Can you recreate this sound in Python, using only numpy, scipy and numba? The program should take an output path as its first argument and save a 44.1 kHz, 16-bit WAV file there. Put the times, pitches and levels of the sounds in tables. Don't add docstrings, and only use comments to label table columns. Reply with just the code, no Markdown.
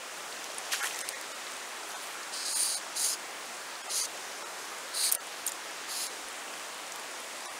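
import sys
import numpy as np
from scipy import signal
from scipy.fft import rfft, irfft, dct
from scipy.io import wavfile
from scipy.ndimage import uniform_filter1d
from numba import njit

SR = 44100
rng = np.random.default_rng(int(sys.argv[2]) if len(sys.argv) > 2 else 0)


def unload_wav(signal):
    wavfile.write(
        sys.argv[1],
        SR,
        np.round(np.clip(np.atleast_2d(signal).T, -1, 1) * 32767).astype(np.int16),
    )


def invert_db(level):
    return 10 ** (np.asarray(level, dtype=float) / 20)


N = 334716
T = np.arange(N) / SR

# start_s, hardest_s, stop_s, peak_db, catch_db (against the peak)
STRIPS = [
    (1.86, 1.89, 2.05, -54, -6),
    (2.01, 2.044, 2.17, -53, -2),
    (2.317, 2.375, 2.48, -42.5, -2),
    (2.444, 2.633, 2.792, -31.5, -9),
    (2.948, 3.043, 3.158, -33, -8.5),
    (3.888, 3.98, 4.07, -35.5, -10.5),
    (4.932, 5.055, 5.114, -30.5, -9.5),
    (5.878, 6.036, 6.088, -41, -6.5),
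]
# low_db, middle_db, top_db, tip_db (against the main rings),
# lean_db (per rank, towards the upper rings of the low, middle and tip sets)
GRIPS = [
    (-11, -1, -5, 0, .1),
    (-3, -9, -2, -2, .1),
    (2.5, -2, -16, -9, 2),
    (-5, -6, -12.5, -5.5, 1),
    (-3, -.6, -9, -1.5, 1),
    (-1.5, 1.5, -10, -.6, -0.5),
    (-2.5, -8, -9.5, -5, -1),
    (1, -0.5, -6, 1, .8),
]
# pitch_hz, width_hz, group (0 main, 1 low, 2 middle, 3 top, 4 tip)
RINGS = [(2900, 1100, 0), (4110, 351, 1), (4610, 351, 1), (5090, 401, 1), (6060, 501, 2), (6590, 301, 2),
         (7210, 401, 2), (8210, 401, 0), (9110, 321, 0), (9910, 401, 4), (10440, 401, 4), (11210, 601, 4),
         (12210, 701, 3), (13410, 701, 3), (14710, 901, 3)]
RING_DB = (-17, -3.5, -2.5, -5, -5.5, -1, -5, -6.5, -0.5, -3, -5.5, -12.5, -16, -19, -20)
SLACK_GAIN = (0.6, 0.34, -.3, -0.14)
# start_s, hold_s, gulp_db, slap_db (against the gulp),
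# lead_s (thrown water ahead of the bubbles)
SURGES = [
    (0.733, 0.0047, -33, -0.5, 0.01),
    (0.811, 0.049, -34.5, -12, -.018),
]
# start_s, peak_db, pitch_hz
PLINKS = [(0.326, -24, 4130), (0.499, -34, 590), (0.734, -17, 1710), (0.74, -20.5, 1470),
          (0.747, -27, 1450), (0.811, -26, 1650), (0.823, -23, 1370), (0.835, -21.5, 1630),
          (0.844, -18.5, 1670), (0.857, -29, 1011), (0.865, -33, 1180), (0.873, -22, 3130),
          (0.883, -30, 1820), (0.909, -24, 2550), (0.949, -27, 1870), (1.019, -35.5, 730),
          (1.081, -27, 2520), (1.299, -35, 590), (4.718, -27, 1130)]
# start_s, peak_db, pitch_hz, crack_db (broad noise against the ring)
DROPS = [(0.4428, -24.5, 6000, 2), (0.5174, -38, 6530, -4), (0.583, -20.5, 9050, -15),
         (0.658, -35, 6190, -4), (0.72, -26, 5600, -4), (0.736, -20, 3150, -2), (0.829, -27, 4750, 0),
         (0.8454, -32, 6950, -4), (0.8715, -21, 3080, 0), (0.9114, -32, 3330, -4), (0.9284, -29, 6080, -4),
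         (0.945, -28, 5500, -9), (0.9604, -26, 6840, -4), (0.9897, -22, 10000, 12), (1.0068, -22, 6020, -2),
         (1.0127, -22.5, 8300, -9), (1.0824, -33, 5310, 1), (1.0892, -15, 8800, 6), (1.2124, -28, 6710, 14),
         (1.5196, -28, 3220, 9), (1.9175, -32, 5850, -4), (2.0714, -31, 5900, -4), (3.1602, -34, 7060, -4),
         (4.1754, -30, 6550, -4), (6.0674, -26, 6540, -2), (6.133, -35, 5960, -4), (6.921, -28, 6780, -6),
         (6.9591, -28, 4220, 12), (7.4065, -29, 4880, 1), (7.458, -29, 5890, 3)]
# start_s, peak_db,
# pitch_hz, t60_s (time to fade by 60 dB), upper_hz
SLAPS = [(5.034, -30, 2330, .04, 4500), (5.06, -28, 2230, 0.047, 4600), (5.116, -21, 8500, .016, 13300),
         (5.121, -24, 5000, .004, 9000), (5.1237, -0.5, 10300, 0.0025, 10800),
         (5.1272, -15, 9100, .003, 12900), (5.13, -21, 8750, 0.019, 10100),
         (5.1445, -19, 9900, .003, 12000), (5.149, -17, 8900, 0.016, 12030),
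         (5.465, -17.5, 8940, 0.022, 11860), (5.476, -17, 7000, 0.012, 8100),
         (5.4804, -21, 7000, 0.014, 8900), (5.4917, -26, 9340, 0.018, 13300),
         (5.5196, -22, 7450, 0.0085, 8950)]
# pitch_hz, level_db (per Hz)
RIVER_COLOUR = [(15, -52), (25, -45), (119, -22.5), (341, -5), (724, -1.5), (898, -1.5), (1180, -1),
                (1910, -3), (2180, -4.5), (4280, -9), (6770, -8.5), (9350, -12), (12600, -22),
                (15600, -25.5)]
# time_s, level_db
FLOW = [
    (0.0, 0),
    (1.0, 2),
    (1.25, 0.5),
    (7.36, 0.5),
    (7.59, 0.5),
]
# time_s, level_db, pitch_hz
PUFFS = [
    (4.7, -71, 40),
    (6.25, -65, 38),
]
# pitch_hz, level_db
WHINE = [
    (13690, -78),
    (15369, -74),
]
# time_s, lost (share of its tones, 0-1)
THIN_MOMENTS = [(0.82, 0.93), (1.035, 0.92), (1.143, 0.87), (1.335, 0.86), (1.951, 0.79), (2.546, 0.91),
                (2.759, 0.88), (3.829, .92), (3.886, 0.86), (4.023, 0.85), (4.443, .88), (5.174, 0.94),
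                (5.192, 0.93), (6.086, 0.83), (7.47, 0.85), (7.491, 0.87)]


def set_rms(x, db):
    return x * invert_db(db) / np.sqrt(np.mean(x ** 2))


def resonance(x, hz, width_hz):
    hz = min(hz, .45 * SR)
    return signal.lfilter(*signal.iirpeak(hz, hz / width_hz, SR), x)


def steep(x, hz, width_hz):
    return resonance(resonance(x, hz, width_hz), hz, width_hz)


def walk(rate):
    k = int(SR / rate)
    steps = np.repeat(rng.standard_normal(N // k + 1), k)
    return 0.93 * uniform_filter1d(uniform_filter1d(steps, k), k)[:N]


@njit
def grains(start, hz, cycles, size, glide):
    out = np.zeros(N)
    for g in range(len(start)):
        step = 2 * np.pi * hz[g] / SR
        fade = np.exp(-hz[g] / cycles[g] / SR)
        phase, height = 0., size[g]
        end = min(N, start[g] + int(6 * cycles[g] * SR / hz[g]))
        for i in range(start[g], end):
            out[i] += height * np.sin(phase)
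            phase += step
            height *= fade
            step = min(step * (1 + glide * step), 3.)
    return out


def scatter(count, low_hz, high_hz, cycles, spread_db, glide):
    chance = rng.random((count, 4)).T
    hz = low_hz * (high_hz / low_hz) ** chance[1]
    size = np.sqrt(hz) * invert_db(spread_db * np.minimum(-np.log(1 - chance[2]), 4.5))
    sound = grains((chance[0] * N).astype(np.int64), hz, cycles * (.5 + chance[3]), size, glide)
    rumble_cut = signal.butter(4, 0.88 * low_hz, "high", fs=SR, output="sos")
    return set_rms(signal.sosfilt(rumble_cut, sound), 0)


def surge(s, hold_s, fall_db_s):
    rise_db = 1100 * (T - s)
    fall_db = -fall_db_s * (T - s - hold_s)
    return invert_db(np.minimum(np.minimum(rise_db, fall_db), 0))


def line():
    limp_db, taut_db = -52, -33.5
    bite_s, let_go_s = 0.02, 0.017
    end_db = -7.5
    ticks = invert_db(1.6 * walk(900) + .6 * walk(120))
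    rings = []
    for hz, width_hz, _ in RINGS:
        ring = steep(ticks * rng.standard_normal(N), hz, 1.5 * width_hz)
        rings.append(ring * invert_db(1.3 * walk(25) + 1.2 * walk(9)))
    rings = np.array(rings)
    member = np.round(np.array(RINGS)[:, 2]) == np.arange(5)[:, None]
    place = sum(m * (np.cumsum(m) - (m.sum() + 1) / 2) for m in member[[1, 2, 4]])
    out = np.zeros(N)
    for (start, hardest, stop, db, catch_db), (*grip_db, lean_db) in zip(STRIPS, GRIPS):
        on = slice(int(start * SR), int(stop * SR))
        t = T[on]
        taut = max((db - limp_db) / (taut_db - limp_db), .3)
        mix = member * invert_db(taut * np.array(RING_DB) + lean_db * place)
        main, *groups = [set_rms(g, 0) for g in mix @ rings[:, on]]
        pull_db = np.interp(t, [start, hardest, stop], [catch_db, 0, end_db])
        contact = np.clip(np.minimum((t - start) / bite_s, (stop - t) / let_go_s), 0, 1)
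        others = sum(invert_db(g - k * pull_db) * ring for g, k, ring in zip(grip_db, SLACK_GAIN, groups))
        out[on] += contact * invert_db(db + pull_db) * (main + others)
    return out


def splash():
    gulp = scatter(count=7000, low_hz=622.0, high_hz=2917.0, cycles=8.2, spread_db=2.5, glide=0.0035)
    slap = scatter(count=30000, low_hz=2200.0, high_hz=6520.0, cycles=4.1, spread_db=3.0, glide=0.0031)
    spray = scatter(count=25000, low_hz=6000., high_hz=11200.0, cycles=2.2, spread_db=3.0, glide=0.0013)
    fall_db_s, rain_fall_db_s, rain_ends_s = 480, 28, 1.14
    rain_gate = np.clip((rain_ends_s - T) / .03, 0, 1)
    out = invert_db(-43) * surge(SURGES[0][0], 0, rain_fall_db_s) * rain_gate * (slap + spray)
    for s, hold_s, db, slap_db, lead_s in SURGES:
        water = invert_db(slap_db) * slap + invert_db(-7) * spray
        thrown = surge(s - lead_s, hold_s + lead_s, fall_db_s) * water
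        out = out + invert_db(db) * (invert_db(-2.0) * surge(s, hold_s, fall_db_s) * gulp + thrown)
    return out


def plinks():
    s, db, hz = np.transpose(PLINKS)
    cycles = 6 + 0 * hz
    sound = grains((s * SR).astype(np.int64), hz, cycles, invert_db(db - 5.5), .0025)
    return signal.sosfilt(signal.butter(4, 420, "high", fs=SR, output="sos"), sound)


def taps(rows):
    size = 2048
    out, t = np.zeros(N + size), np.arange(size) / SR
    for s, db, hz, t60, upper_hz, crack_db in rows:
        t60 = max(t60, .001)
        burst = (t == 0) * 3 + rng.standard_normal(size) * np.exp(-np.log(1000) * t / (1.26 * t60))
        rings = steep(burst, hz, 14 / t60) + invert_db(-5) * steep(burst, upper_hz, 9 / t60)
        crack = steep(burst, 7200, 9100)
        hit = rings / np.max(np.abs(rings)) + invert_db(crack_db) * crack / np.max(np.abs(crack))
        out[int(s * SR):int(s * SR) + size] += invert_db(db) * hit / np.max(np.abs(hit))
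    return out[:N]


def drops():
    t60_s, crown_hz = 0.0077, 7600
    return taps([(s, db, hz, t60_s, max(hz, crown_hz), crack_db) for s, db, hz, crack_db in DROPS])


def line_slaps():
    return taps([(s, db, hz, t60, upper_hz, -11.5 - .5 * db) for s, db, hz, t60, upper_hz in SLAPS])


def river():
    f = np.maximum(np.fft.rfftfreq(N, 1 / SR), 1)
    colour_hz, colour_db = np.transpose(RIVER_COLOUR)
    colour = invert_db(np.interp(np.log(f), np.log(colour_hz), colour_db))
    flow_db = np.interp(T, *np.transpose(FLOW))
    hiss, ripple = 0, walk(9)
    for octave in np.arange(4.5, 14.5, .5):
        share = np.cos(np.pi * np.clip(np.log2(f) - octave, -.5, .5))
        treble = np.clip((octave - 11) / 2, 0, 1)
        db = flow_db + 0.39 * treble * ripple + 0.75 * walk(2.85) + 0.86 * walk(14)
        hiss = hiss + invert_db(db) * irfft(rfft(rng.standard_normal(N)) * share * colour, N)
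    bubbles = scatter(count=1500, low_hz=499.0, high_hz=2570.0, cycles=5.4, spread_db=1.5, glide=.003)
    fizz = scatter(count=3000, low_hz=2820.0, high_hz=9700.0, cycles=4.4, spread_db=7.0, glide=0.0035)
    return invert_db(-41) * (set_rms(hiss, 0) + invert_db(-16.0) * bubbles + invert_db(-17.0) * fizz)


def wind():
    out = np.zeros(N)
    for s, db, hz in PUFFS:
        out += invert_db(db) * np.exp(-((T - s) / 0.022) ** 2) * np.sin(2 * np.pi * hz * (T - s))
    return out


def whine():
    (low_hz, low_db), (high_hz, high_db) = WHINE
    chop = 1 + sum(g * np.cos(2 * np.pi * k * 58.7 * T) for k, g in enumerate([1.4, 1.4, 1.1, 0.99], start=1))
    low = invert_db(low_db) * np.sin(2 * np.pi * low_hz * T)
    high = invert_db(high_db) * chop * np.sin(2 * np.pi * high_hz * T)
    return invert_db(-1) * (low + high)


def scene():
    mono = line() + splash() + plinks() + drops() + line_slaps() + river() + wind() + whine()
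    return np.tile(mono, (2, 1))


def thin_out(x):
    size = 1880
    out, window = x.copy(), np.sin(np.pi * np.arange(size) / size)
    for s, lost in THIN_MOMENTS:
        i = int(s * SR) - size // 2
        tones = dct(out[i:i + size] * window, norm="ortho")
        power = uniform_filter1d(tones ** 2, size=3)
        patches = uniform_filter1d(rng.random(size), size=12)
        height = patches ** 3 * power / uniform_filter1d(power, size=200) ** .8
        weak = height < np.quantile(height[:1340], np.clip(lost, 0, 1))
        change = np.where(weak, .92, -.7)
        out[i:i + size] -= window ** 2 * dct(tones * change, type=3, norm="ortho")
    return out


def roll_off(x):
    return signal.sosfilt(signal.butter(12, 16790, fs=SR, output="sos"), x)


def record(dry):
    top_cut = signal.ellip(11, .2, 60, 15730, fs=SR, output="sos")
    x = signal.sosfilt(top_cut, thin_out(dry[0]))
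    mix = np.tile(np.clip(x, -1, 1), (2, 1))
    return roll_off(mix)


dry = scene()
out = record(dry)
unload_wav(out)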